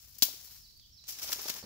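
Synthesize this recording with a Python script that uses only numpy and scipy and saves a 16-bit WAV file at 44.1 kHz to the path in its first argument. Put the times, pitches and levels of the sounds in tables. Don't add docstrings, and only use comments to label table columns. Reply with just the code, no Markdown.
import sys
import numpy as np
from scipy import signal
from scipy.fft import rfft, irfft
from scipy.io import wavfile
from scipy.ndimage import map_coordinates

SR = 44100
rng = np.random.default_rng(int(sys.argv[2]) if len(sys.argv) > 2 else 0)


def amplitude_ratio(level_db):
    exponent = np.asarray(level_db, float) / 20
    return 10 ** exponent


def master_out(mix):
    frames = np.transpose(np.atleast_2d(mix))
    ceiling = np.clip(frames, -1, 1)
    pcm = np.round(ceiling * 32767).astype(np.int16)
    wavfile.write(sys.argv[1], SR, pcm)


N = 72765


def colour(x, points):
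    hz, db = np.array(points, float).T
    grid_hz = np.linspace(1, SR / 2, 2049)
    gain = amplitude_ratio(np.interp(np.log(grid_hz), np.log(hz), db))
    cepstrum = irfft(np.log(gain))
    cepstrum[1:2048] *= 2
    cepstrum[2049:] = 0
    impulse = irfft(np.exp(rfft(cepstrum)))
    return signal.fftconvolve(x, impulse.reshape((1,) * (x.ndim - 1) + (-1,)), axes=-1)[..., :N]


def band(x, hz, kind, order=2):
    return signal.sosfilt(signal.butter(order, hz, kind, fs=SR, output="sos"), x)


def smooth_low(x, hz):
    return signal.filtfilt(*signal.butter(2, hz, fs=SR), x)


def pair(alike_hz):
    noise = rng.standard_normal((3, N))
    return band(noise[:1], alike_hz, "low", order=1) + band(noise[1:], alike_hz, "high", order=1)


def walk(rate_hz):
    x = band(rng.standard_normal(N + SR), rate_hz, "low")[SR:]
    return x / x.std()


def echo(x, t60_s):
    t = np.arange(SR) / SR
    tail = rng.standard_normal((2, SR)) * amplitude_ratio(-60 * t / t60_s) * np.minimum(t / 0.03, 1)
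    tail = tail / np.sqrt(np.sum(tail ** 2, axis=1, keepdims=True))
    return signal.fftconvolve(np.atleast_2d(x), tail, axes=1)[:, :N]


def burst(t, start_s, rise_s, t60_s):
    late_s = t - start_s
    return np.where(late_s < 0, np.exp(-(late_s / rise_s) ** 2), amplitude_ratio(-120 * np.maximum(late_s, 0) / t60_s))


def crackle(spread_db):
    grains_per_s, grain_s, alike_hz = 3000, 0.0011, 1620
    chance = rng.random((2, N))
    hits = (chance[0] < grains_per_s / SR) * amplitude_ratio(-2 * spread_db * np.log(chance[1] + 1e-9))
    grain = np.sqrt(signal.lfilter([1], [1, -np.exp(-1 / (grain_s * SR))], hits))
    return grain / np.sqrt(np.mean(grain ** 2)) * pair(alike_hz)


def halves(source, low_gain, top_gain):
    split_hz = 8200
    low = band(source, split_hz, "low", order=4)
    top = band(source, split_hz, "high", order=4)
    return low * low_gain + top * top_gain


def mix(source, t, rows):
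    power = 0
    for peak_s, db, rise_s, t60_s, top_db in rows:
        power = power + burst(t, peak_s, rise_s, t60_s) * amplitude_ratio([[2 * db], [2 * (db + top_db)]])
    return halves(source, *np.sqrt(power))


def air():
    hush_db, hush_alike_hz = -64.5, 1490
    wind_db, wind_low_hz, wind_high_hz, gust_db, gust_hz = -67.5, 27, 63, 2.6, 3.2
    # hz, gain_db
    hush_shape = [(25, -24), (60, 10), (111, 5), (277, -14), (416, -24.5), (1940, -36.5), (4500, -6.5),
                  (9000, -24.5)]
    hush = colour(pair(hush_alike_hz), hush_shape)
    wind = band(band(rng.standard_normal((2, N)), wind_high_hz, "low"), wind_low_hz, "high")
    wind = wind * amplitude_ratio(gust_db * walk(gust_hz))
    return hush / hush.std() * amplitude_ratio(hush_db) + wind / wind.std() * amplitude_ratio(wind_db)


def bird(t):
    warble_hz, warble_rate_hz, bend = 85, 152, 1.7
    pan_db, echo_db, echo_t60_s = -7.5, 2, 0.5
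    # start_s, length_s, from_hz, to_hz, level_db
    notes_sung = [
        (.445, .04, 4800, 4030, -60),
        (.6, 0.039, 5630, 5200, -65),
        (0.631, 0.038, 5483, 3940, -58),
        (0.763, 0.022, 4260, 4630, -59),
        (0.788, 0.064, 4480, 3057, -66.5),
        (0.922, 0.034, 5700, 5320, -59.5),
        (.964, 0.038, 5660, 3830, -57),
        (1.585, 0.044, 5450, 5280, -61),
        (1.627, 0.018, 5400, 4050, -51),
    ]
    warble = warble_hz * walk(warble_rate_hz)
    out = 0
    for start_s, length_s, from_hz, to_hz, db in notes_sung:
        part = np.clip((t - start_s) / length_s, 0, 1)
        hz = to_hz + (from_hz - to_hz) * (1 - part) ** bend
        swell = np.sin(np.pi * part ** 1.05) ** 0.19
        out = out + amplitude_ratio(db) * swell * np.sin(2 * np.pi * np.cumsum(hz + warble) / SR)
    return (out + amplitude_ratio(echo_db) * echo(out, echo_t60_s)) * amplitude_ratio([[pan_db / 2], [-pan_db / 2]])


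def thuds(t):
    push_cycles, ring_cycles = .25, 5.5
    rub_share, rub_rise_s, soil_q = .22, .003, .8
    # start_s, level_db, pitch_hz, t60_s
    knocks = [(.165, -57.5, 295, 0.054), (0.2247, -33.5, 285, 0.0083), (.2258, -40.5, 850, 0.023),
              (.2855, -44.5, 620, 0.036), (0.3403, -51, 310, .03), (1.084, -57, 231, 0.072),
              (1.245, -46.5, 650, 0.025), (1.296, -38.5, 696, 0.038), (1.331, -35.5, 1160, 0.018),
              (1.359, -50, 285, 0.15), (1.389, -44.5, 414, 0.24), (1.457, -39, 440, 0.06),
              (1.485, -49, 1010, 0.029), (1.557, -53, 744, 0.14), (1.628, -44, 490, 0.28),
              (1.638, -43.5, 184, 0.18)]
    out = 0
    for start_s, db, hz, t60_s in knocks:
        push_s = push_cycles / hz
        ring = np.sin(2 * np.pi * hz * (t - start_s))
        ring = ring * np.sqrt(burst(t, start_s + push_s, push_s, ring_cycles / hz))
        soil = signal.iirpeak(hz, soil_q, fs=SR)
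        rub = signal.lfilter(*soil, signal.lfilter(*soil, rng.standard_normal(N)))
        rub = rub * np.sqrt(SR / hz) * rub_share
        out = out + amplitude_ratio(db) * (ring + rub * np.sqrt(burst(t, start_s + rub_rise_s, rub_rise_s, t60_s)))
    return out


def twigs(t):
    ring_hz, ring_spread, ring_t60_s, ring_db, ring_right_db = 4300, 0.049, .014, 3, -7
    ring_rise_s, crack_rise_s, spread_db = 0.000078, .0002, 1.0
    break_s = [.2226, .2264, .2292, .2405]
    # level_db, t60_s, top_db
    break_steps = [
        (-16.5, .035, -6),
        (-17.5, .028, -3),
        (-25, .11, 3),
        (-36, .08, -3),
    ]
    # start_s, level_db, t60_s, top_db
    small_cracks = [(0.058, -76, 0.0125, -5), (0.152, -64, 0.018, 6), (0.775, -68, .02, 10.5),
                    (.797, -53.5, 0.022, -30), (.895, -70, .015, 0), (1.328, -38, 0.012, -12),
                    (1.417, -50, 0.011, 13.5), (1.442, -45, 0.015, 3.5), (1.495, -35.5, 0.023, -11),
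                    (1.54, -41.5, 0.024, 0), (1.588, -44, 0.0096, -6)]
    # hz, gain_db
    twig_shape = [(100, -12), (300, -10), (1000, -14.5), (2000, -12), (3500, 3.5), (15000, -0.5)]
    rows = [(start_s, *step) for start_s, step in zip(break_s, break_steps)] + list(small_cracks)
    ring = 0
    for start_s, db, t60_s, top_db in rows:
        hz = ring_hz * (1 + ring_spread * rng.standard_normal())
        fade = np.sqrt(burst(t, start_s, ring_rise_s, ring_t60_s))
        ring = ring + amplitude_ratio(db + ring_db) * np.sin(2 * np.pi * hz * (t - start_s)) * fade
    cracks = [(start_s, db, crack_rise_s, t60_s, top_db) for start_s, db, t60_s, top_db in rows]
    return ring * amplitude_ratio([[0], [ring_right_db]]) + mix(colour(crackle(spread_db), twig_shape), t, cracks)


def patchy(x):
    depth_db, patches_per_s = 1.5, 25
    out = 0
    for hz in (700, 1400, 2800, 5600):
        low = smooth_low(x, hz)
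        out = out + low * amplitude_ratio(depth_db * walk(patches_per_s))
        x = x - low
    return out + x * amplitude_ratio(depth_db * walk(patches_per_s))


def leaves(t):
    stir_spread_db, crunch_spread_db, weight_hz = 1.8, 2.4, 2260
    # time_s, drag_db, top_db (dryness), weight_db (press of the sole)
    drag = [(0, -60, -3, -4), (.1, -65.5, 6.5, -1), (0.201, -59.5, -3.5, -6.5), (.26, -48, -5, -2),
            (.35, -54, -13.5, -4), (.45, -58.5, 4.5, 1), (0.558, -58, 3.5, -3), (0.639, -65.5, -1, -4.5),
            (.8, -74.5, 2.5, -1), (1.03, -68, -20, -5.5), (1.068, -60.5, -12, -5), (1.14, -50, -7, -7.5),
            (1.18, -52.5, -11.5, 1.5), (1.3, -44, 3.5, -1), (1.39, -50.5, -2, 3.5), (1.45, -43.5, -3, 0),
            (1.578, -49.5, 0.5, 5.5), (1.65, -57, -9, -3)]
    # peak_s, level_db, rise_s, t60_s, top_db
    crunches = [(.187, -52, 0.0032, 0.052, 7.5), (1.042, -54, 0.0041, 0.056, -23),
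                (1.073, -55, 0.00087, .03, -18), (1.093, -41.5, 0.0085, 0.23, 2.5),
                (1.13, -43, 0.0014, .04, -15), (1.197, -46.5, 0.015, 0.092, 0),
                (1.242, -40.5, 0.02, 0.083, 1.5), (1.292, -40.5, 0.012, 0.093, -14),
                (1.32, -34, 0.0014, 0.035, -3), (1.33, -29.5, 0.0024, 0.065, 0),
                (1.396, -40, 0.0063, 0.098, -40), (1.432, -53, 0.0045, 0.036, 8),
                (1.485, -36, 0.0032, 0.048, -4), (1.499, -32.5, 0.0027, 0.073, -5.5),
                (1.565, -45.5, 0.0038, 0.075, -6)]
    # hz, gain_db
    leaf_shape = [(60, -40), (150, -3), (300, -5.5), (800, -4), (2000, -3), (5000, 5.5), (15000, -2)]
    at_s, drag_db, top_db, weight_db = np.array(drag).T
    stir = amplitude_ratio(np.interp(t, at_s, drag_db))
    stir_top = stir * amplitude_ratio(np.interp(t, at_s, top_db))
    bed = halves(colour(crackle(stir_spread_db), leaf_shape), stir, stir_top)
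    litter = patchy(bed) + mix(colour(crackle(crunch_spread_db), leaf_shape), t, crunches)
    return litter + smooth_low(litter, weight_hz) * (amplitude_ratio(np.interp(t, at_s, weight_db)) - 1)


def scene():
    trunks_db, trunks_t60_s = -16, 0.5
    # time_s, left_minus_right_db, left_late_s
    place = [
        (.2, -0.5, -.00005),
        (.45, -2, -.00005),
        (1.0, -4, .00013),
        (1.6, -1, .00013),
    ]
    # hz, gain_db
    port_left = [(200, -1), (2200, 5), (4000, 2.5), (5800, 5.5), (7400, 4.5), (8500, -4), (11000, 6),
                 (15000, 15)]
    # hz, gain_db
    port_right = [(200, -1), (2200, 1), (4500, 0), (5500, 7), (6600, -3.5), (7300, -38), (8600, -9),
                  (15000, -1.5)]
    t = np.arange(N) / SR
    feet = leaves(t) + twigs(t) + thuds(t)
    at_s, pan_db, late_s = np.array(place).T
    left = map_coordinates(feet[0], [(t - np.interp(t, at_s, late_s)) * SR], mode="nearest")
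    half = amplitude_ratio(np.interp(t, at_s, pan_db) / 2)
    feet = np.array([left * half, feet[1] / half])
    wood = feet + amplitude_ratio(trunks_db) * echo(feet, trunks_t60_s) + air()
    return np.array([colour(wood[0], port_left), colour(wood[1], port_right)]) + bird(t)


def roll_off(x):
    return signal.sosfilt(signal.butter(12, 16800, fs=SR, output="sos"), x)


def record(dry):
    top_hz, ripple_db, stop_db = 15700, .5, 34
    cut = signal.sosfilt(signal.ellip(8, ripple_db, stop_db, top_hz, fs=SR, output="sos"), dry)
    return roll_off(cut)


dry = scene()
out = record(dry)
master_out(out)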